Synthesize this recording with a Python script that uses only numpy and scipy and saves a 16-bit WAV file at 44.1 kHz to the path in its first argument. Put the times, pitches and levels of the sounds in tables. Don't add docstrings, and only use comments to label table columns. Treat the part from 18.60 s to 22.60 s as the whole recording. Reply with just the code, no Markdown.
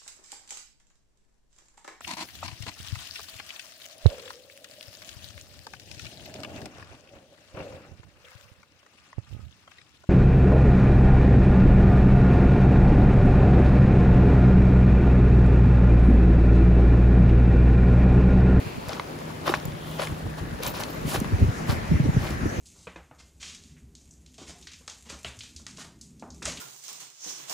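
import sys
import numpy as np
from scipy import signal
from scipy.fft import rfft, irfft
from scipy.io import wavfile
from scipy.ndimage import uniform_filter1d

SR = 44100
rng = np.random.default_rng(int(sys.argv[2]) if len(sys.argv) > 2 else 0)


def wav_out(sig):
    wavfile.write(sys.argv[1], SR, np.round(np.clip(np.atleast_2d(sig).T, -1, 1) * 32767).astype(np.int16))


N = 176400

# (time [s], level [dB], share heard from behind [0-1])
SURF_LEVEL = [(0, -34.5, 0.15), (.3, -37, 0.048), (.55, -36.5, 0.01), (1.15, -37.5, 0.11),
              (1.7, -38.5, 0.11), (2.1, -36.5, 0.33), (2.5, -33.5, 0.39), (3, -33, 0.82),
              (3.5, -32.5, 0.92), (4, -32, 0.86)]
# (frequency [Hz], relative level [dB])
SURF_FRONT_COLOUR = [(30, -21), (60, -9.5), (130, -9.5), (280, -9), (660, -13.5), (1200, -18.5),
                     (1700, -22.5), (2900, -28), (4500, -31.5), (7000, -36.5), (10000, -39), (15000, -40.5)]
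# (frequency [Hz], relative level [dB])
SURF_BACK_COLOUR = [(60, 4), (200, 4), (500, -4), (1100, -8.5), (1800, -8), (2600, -15.5), (3200, -21.5),
                    (6200, -22.5), (8000, -29), (10000, -32), (15000, -37.5)]
# (frequency [Hz], left-right correlation [-1 to 1])
SURF_LIKENESS = [(60, 1), (280, 0.69), (600, -0.34), (1100, -0.51), (1700, -0.25), (2700, 0.47),
                 (3600, 0.0044), (6500, 0.097), (8500, 1), (10000, 0.97), (12000, 1), (15000, 0.44)]
# (time [s], level [dB])
WIND_LEVEL = [(0, -54), (.25, -36.5), (.42, -68), (.85, -45), (1.1, -35), (1.3, -42), (1.6, -34.5),
              (1.9, -36.5), (2.33, -44), (2.5, -22.5), (2.7, -34), (2.85, -27), (3.02, -34.5), (3.22, -28),
              (3.35, -24), (3.75, -26.5), (4, -30.5)]
# (frequency [Hz], relative level [dB])
RUMBLE_COLOUR = [(20, -30), (32, -11), (45, 4), (75, 2.5), (150, -3), (300, -11.5), (500, -27.5),
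                 (1000, -61), (4000, -69)]
# (peak time [s], half length [s], band centre [Hz], width [octaves], level [dB])
WAVE_WASHES = [(.05, 0.16, 2470, 0.28, -49.5), (.1, 0.22, 4460, 0.19, -57), (1.335, 0.15, 3200, 0.32, -50),
               (1.843, 0.18, 1700, 0.27, -50), (2.974, 0.044, 6000, 0.68, -49.5),
               (3.198, 0.42, 1830, 0.57, -49), (3.982, 0.12, 6370, .13, -51.5)]
# (time [s], level [dB], final pitch [Hz], rise [cycles of that pitch])
EDDY_THUMPS = [(0.059, -25, 97, 0.97), (0.178, -22.5, 138, 0.76), (0.273, -28, 69, .8),
               (1.049, -25, 94, 1.06), (1.075, -25, 123, 1.2), (1.134, -28.5, 90, 0.79),
               (2.445, -23, 136, 1.7), (2.475, -23, 153, 0.67), (2.576, -22.5, 68.4, 0.93),
               (2.612, -17.5, 177, 1.24), (2.651, -24, 137, 1.7), (2.718, -12.5, 86.5, 1.8),
               (2.813, -9, 61, 1.03), (2.841, -15, 75, 1.55), (2.876, -14.5, 99, 1.5),
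               (3.087, -12.5, 84, 0.95), (3.122, -18.5, 95, 0.92), (3.308, -10, 163, 1.93),
               (3.332, -15, 79.5, 1.26), (3.358, -21, 163, 1.8), (3.395, -11, 118, 1.37),
               (3.451, -18, 256, 2.5), (3.464, -16.5, 92, 1.46), (3.484, -11.5, 111, 1.23),
               (3.562, -9.5, 103, 1.12), (3.853, -16, 272, 2.03)]
# (peak time [s], rise [s], fall [s], stones [dB], gravel [dB], grit [dB], sand [dB])
FOOT_PRESSES = [(.32, 0.037, 0.083, -37, -43.5, -54, -64), (.872, 0.012, 0.022, -31.5, -36, -45.5, -48),
                (0.88, 0.0035, 0.0064, -21, -30, -50, -56), (.893, .0015, 0.047, -30.5, -38, -43, -48),
                (.947, 0.0041, 0.022, -32.5, -38, -54, -50), (1.33, 0.07, 0.26, -50, -52, -53, -57),
                (1.40, 0.0098, 0.014, -31.5, -37, -56, -56), (1.431, 0.02, 0.043, -32.5, -39, -41, -53),
                (1.79, 0.012, 0.016, -40.5, -46.5, -52, -60), (2.036, 0.01, 0.043, -36, -35, -47, -45),
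                (2.072, 0.017, 0.029, -35.5, -41, -40.5, -36),
                (2.16, 0.015, 0.06, -36.5, -38.5, -46.5, -51),
                (2.208, 0.0092, 0.031, -32.5, -41.5, -41.5, -47), (2.29, 0.015, 0.11, -57, -53, -57, -51),
                (2.505, .024, 0.055, -38.5, -38.5, -37, -43), (2.554, .018, 0.017, -29, -34, -37.5, -43),
                (3.11, 0.021, 0.031, -31.5, -36, -41.5, -45), (3.67, 0.055, 0.069, -37, -44, -49, -54)]
# (lowest [Hz], highest [Hz], collisions [1/s], ring [cycles], spread [dB])
STONE_SIZES = [(617, 1930, 1100, 1.25, 2.5), (2300, 6230, 2500, 1.4, 2.5), (7460, 11800, 2400, 1, 3),
               (13400, 16000, 1200, 8.3, 5)]
# (frequency [Hz], scale [rad])
STONE_SKEW = [(600, 0.52), (3000, 0.95), (7000, 0.35), (9000, 0.22)]
# (frequency [Hz], left over right [dB])
FEET_LEAN = [(600, 1), (1200, 2.5), (5000, 2), (8000, -1)]
# (time [s], level [dB], pitch [Hz], crack against ring [dB], ring length [x usual])
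STONE_KNOCKS = [(.286, -28.5, 9400, 0, 1), (.293, -32.5, 2210, 9, 1), (0.332, -25, 2070, 3, 1),
                (0.3972, -17, 1240, -2, 1), (0.3991, -24, 1260, -28, .7), (.3992, -27, 2300, -30, .7),
                (0.588, -50, 3000, 14, 1), (0.869, -18, 1090, -8, 1.3), (.869, -24, 3570, -13, 2),
                (0.8796, -15, 1150, -19, 1), (0.8799, -27, 5070, -15, 1.3), (0.891, -28, 5100, -12, 2),
                (.893, -13.5, 1190, -7, 1.5), (0.8944, -22, 3730, -28, 2), (.906, -35, 5170, -7, 1.3),
                (.922, -18, 1040, -10, 1), (0.9395, -7.5, 1077, -2.5, 1.2), (0.943, -19, 2450, -27, 1.6),
                (0.9492, -21, 2290, -7, 1.6), (1, -38, 2440, 8.5, 1), (1.121, -37, 2480, 2, 1),
                (1.397, -16.5, 1100, -21, .8), (1.42, -17.5, 1250, -7, .8), (1.436, -22, 1560, -18, 1.2),
                (1.472, -21.5, 2200, -7, 1), (1.545, -33, 2600, -12, 1), (2.003, -22.5, 635, -26, 1),
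                (2.034, -24, 6000, 4.5, 1), (2.066, -18.5, 3800, -1, 1.2), (2.083, -32, 7440, 9, 1),
                (2.236, -24, 2650, 3.5, 1), (2.559, -12.5, 1070, -7.5, 1), (2.563, -26, 4200, -4, 1),
                (2.602, -22, 7400, 1.5, 1), (2.646, -21.5, 1100, -6.5, 1), (3.102, -26, 1480, -4, 1),
                (3.112, -36, 3450, -4, 1.5), (3.669, -29, 3030, -17, 2), (3.707, -36.5, 3550, 7.5, 1)]
# (frequency [x pitch], level [dB], time to fall 60 dB [s])
STONE_MODES = [(.82, -17, .026), (1., -5.5, .01), (1.42, -7, .004), (2.38, -17, .012), (3.1, -21, .008)]
# (time [s], level [dB])
HUM_LEVEL = [(0, -68), (.35, -62), (.55, -41.5), (1.2, -41), (1.7, -39), (2.1, -50.5), (2.5, -45)]
# (time [s], level [dB], pitch [Hz])
STONE_THUDS = [(0.88, -29, 423), (.891, -29, 407), (0.8965, -17.5, 350), (1.398, -27, 426),
               (2.005, -30, 486), (2.548, -24.5, 395)]
# (frequency [Hz], lag [cycles])
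MIC_LAG = [(0, 0), (6300, 0), (7400, .12), (8450, .5), (9600, .93), (10800, 1.07), (12100, 1.5),
           (13300, 1.93), (14500, 2.07), (16000, 2.5)]

SEA_PAN_DB, WALK_PAN_DB = 2, -0.2
OPPOSITE = np.array([[1], [-1]])


def amp(db):
    return 10 ** (np.asarray(db) / 20)


def unit(x):
    return x / np.sqrt(np.mean(x ** 2) + 1e-20)


def over_hz(points, hz):
    f, value = np.transpose(points)
    return np.interp(np.log(hz + 1), np.log(f + 1), value)


def over_time(points, column=1):
    rows = np.array(points)
    return np.interp(np.arange(N) / SR, rows[:, 0], rows[:, column])


def add(mix, s, sound):
    part = mix[:, max(round(s * SR), 0):][:, :sound.shape[1]]
    part += sound[:, :part.shape[1]]


def pan(db):
    return amp(OPPOSITE * db / 2)


def filtered(x, order, hz, kind="low"):
    return signal.sosfilt(signal.butter(order, hz, kind, fs=SR, output="sos"), x)


def noise(colour, likeness, patch_db, flutter_db):
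    hz = np.fft.rfftfreq(1024, 1 / SR)
    frames = N // 256 + 5
    a, b, c, d, patches = rng.standard_normal((frames, len(hz), 5)).T
    patches = unit(uniform_filter1d(uniform_filter1d(patches, size=14, axis=0), size=10, axis=1))
    flutter = unit(uniform_filter1d(rng.standard_normal(frames), size=5))
    like = np.clip(over_hz(likeness, hz), -1, 1)[:, None]
    left = a + 1j * b
    right = like * left + np.sqrt(1 - like ** 2) * (c + 1j * d)
    gain = amp(over_hz(colour, hz)[:, None] + patch_db * patches + flutter_db * flutter)
    return unit(signal.istft(gain * np.array([left, right]), nperseg=1024, noverlap=768)[1][:, :N])


def surf():
    behind = np.clip(over_time(SURF_LEVEL, column=2), 0, 1)
    front = np.sqrt(1 - behind) * noise(SURF_FRONT_COLOUR, SURF_LIKENESS, patch_db=0.8, flutter_db=0.66)
    back = np.sqrt(behind) * noise(SURF_BACK_COLOUR, SURF_LIKENESS, patch_db=2.4, flutter_db=0.5)
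    return amp(over_time(SURF_LEVEL)) * pan(SEA_PAN_DB) * (front + back)


def wind(likeness=0.68):
    rumble = noise(RUMBLE_COLOUR, [(20, likeness), (500, likeness)], patch_db=0.2, flutter_db=6.0)
    return amp(over_time(WIND_LEVEL)) * rumble


def washes():
    t, out = np.arange(N) / SR, np.zeros((2, N))
    f = np.fft.rfftfreq(N, 1 / SR)
    for s, half_s, hz, octaves, db in WAVE_WASHES:
        band = np.exp(-(np.log2((f + 1) / hz) / octaves) ** 2)
        white = rng.standard_normal((2, N)) + 1.3 * rng.standard_normal(N)
        hiss = unit(irfft(rfft(white) * band, N))
        out += amp(db) * np.exp(-((t - s) / half_s) ** 2 / 2) * hiss
    return pan(SEA_PAN_DB) * out


def eddies(start_hz=539, sag_s=0.0037, puff_db=-16.5, puff_rise_s=0.0048):
    t, out = np.arange(4000) / SR, np.zeros((2, N))
    for s, db, hz, cycles in EDDY_THUMPS:
        phase, skew = rng.uniform(-1.2, 1, 2)
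        turns = np.cumsum(hz + (start_hz - hz) * np.exp(-t / sag_s)) / SR
        swing = np.sin(2 * np.pi * turns + np.pi * phase + 0.97 * skew * OPPOSITE)
        age = hz * t / cycles
        thump = age ** 2 * np.exp(1 - age ** 2) * swing
        puff = unit(filtered(rng.standard_normal(len(t)), order=4, hz=414))
        puff *= amp(puff_db) * t / puff_rise_s * np.exp(1 - t / puff_rise_s)
        add(out, s, amp(db) * (thump + puff))
    return out


def collisions(low_hz, high_hz, per_s, cycles, spread_db, count=28, scatter_db=-3):
    strengths = amp(spread_db * np.minimum(rng.exponential(1, N), 4)) * rng.choice([-1, 1], N)
    hits = strengths * (rng.random(N) < per_s / SR)
    stone = rng.integers(0, count, N)
    t, out = np.arange(700) / SR, np.zeros((2, N))
    for k, (detune, side, lag) in enumerate(rng.uniform(-1.35, 1, (count, 3))):
        hz = low_hz * (high_hz / low_hz) ** ((k + .5 + detune / 2) / count)
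        turns = hz * t
        skew = lag * over_hz(STONE_SKEW, hz) * OPPOSITE
        ring = np.sin(2 * np.pi * turns + skew) * np.exp(-turns / cycles) * (1 - np.exp(-2 * turns))
        ring *= pan(over_hz(FEET_LEAN, hz) + scatter_db * side)
        out += signal.oaconvolve((hits * (stone == k))[None], ring, axes=1)[:, :N]
    return unit(out)


def crunch(loose_db=(-53, -61.5, -65)):
    t, out = np.arange(N) / SR, np.zeros((2, N))
    for k, size in enumerate(STONE_SIZES):
        power = np.zeros(N)
        for s, rise, fall, *levels_db in FOOT_PRESSES:
            pressure = np.exp(-np.where(t < s, ((t - s) / rise) ** 2 / 2, (t - s) / fall))
            power += (amp(levels_db[k]) * pressure) ** 2
        out += np.sqrt(power) * collisions(*size)
    for db, (low_hz, high_hz, _, cycles, _) in zip(loose_db, STONE_SIZES):
        out += amp(db) * collisions(low_hz, high_hz, per_s=45, cycles=cycles, spread_db=1.5, count=12)
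    return out


def knocks(crack_s=0.0014):
    t, out = np.arange(1500) / SR, np.zeros((2, N))
    for s, db, hz, crack_db, length in STONE_KNOCKS:
        ring = sum(amp(level - 60 * t / (t60 * length)) * np.sin(2 * np.pi * hz * ratio * t)
                   for ratio, level, t60 in STONE_MODES if hz * ratio < SR / 2)
        white = rng.standard_normal(len(t)) + 0.52 * rng.standard_normal((2, len(t)))
        edges_hz = [0.56 * hz, min(2.6 * hz, 15800)]
        crack = filtered(white * np.exp(-t / crack_s), order=3, hz=edges_hz, kind="band")
        crack *= amp(crack_db) / abs(crack).max()
        add(out, s, amp(db) * pan(WALK_PAN_DB) * (ring + crack))
    return out


def ground_scatter(feet, tail_db=-8.5, t60=0.032):
    t = np.arange(5000) / SR
    tail = rng.standard_normal((2, len(t))) * amp(-60 * t / t60) * (t > .001)
    tail = filtered(tail / np.linalg.norm(tail[0]), order=2, hz=6000)
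    return feet + amp(tail_db) * signal.oaconvolve(feet, tail, axes=1)[:, :N]


def hum(pitch_hz=156.3):
    waver = unit(filtered(rng.standard_normal(N), order=2, hz=5))
    turns = np.cumsum(pitch_hz * (1 + 0.0076 * waver)) / SR
    return amp(over_time(HUM_LEVEL)) * unit(np.sin(2 * np.pi * turns))


def thuds(rise_s=0.0019):
    t, out = np.arange(1500) / SR, np.zeros((2, N))
    push = t / rise_s * np.exp(1 - t / rise_s)
    for s, db, hz in STONE_THUDS:
        add(out, s, amp(db) * pan(WALK_PAN_DB) * push * np.sin(2 * np.pi * hz * t))
    return out


def ping(at_s=1.054, db=-31, hz=7180, t60=0.018):
    t, out = np.arange(1500) / SR, np.zeros((2, N))
    ring = np.sin(2 * np.pi * hz * t) + amp(-1) * np.sin(2 * np.pi * 2 * hz * t)
    hiss = .5 * rng.standard_normal(len(t))
    add(out, at_s, pan(WALK_PAN_DB) * amp(db - 60 * t / t60) * (ring + hiss))
    return out


def scene():
    sea_and_wind = surf() + wind() + washes() + eddies()
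    footsteps = ground_scatter(crunch() + knocks() + thuds() + ping())
    return sea_and_wind + footsteps + hum()


def record(dry, low_cut_hz=49, high_cut_hz=15800):
    lag = np.interp(np.fft.rfftfreq(N, 1 / SR), *np.transpose(MIC_LAG))
    paired = irfft(rfft(dry) * np.exp(-1j * np.pi * lag * OPPOSITE), N)
    thinned = filtered(paired, order=2, hz=low_cut_hz, kind="high")
    band_limit = signal.firwin(511, high_cut_hz, window=("kaiser", 9), fs=SR)
    return signal.oaconvolve(thinned, band_limit[None], "same")


dry = scene()
out = record(dry)
wav_out(out)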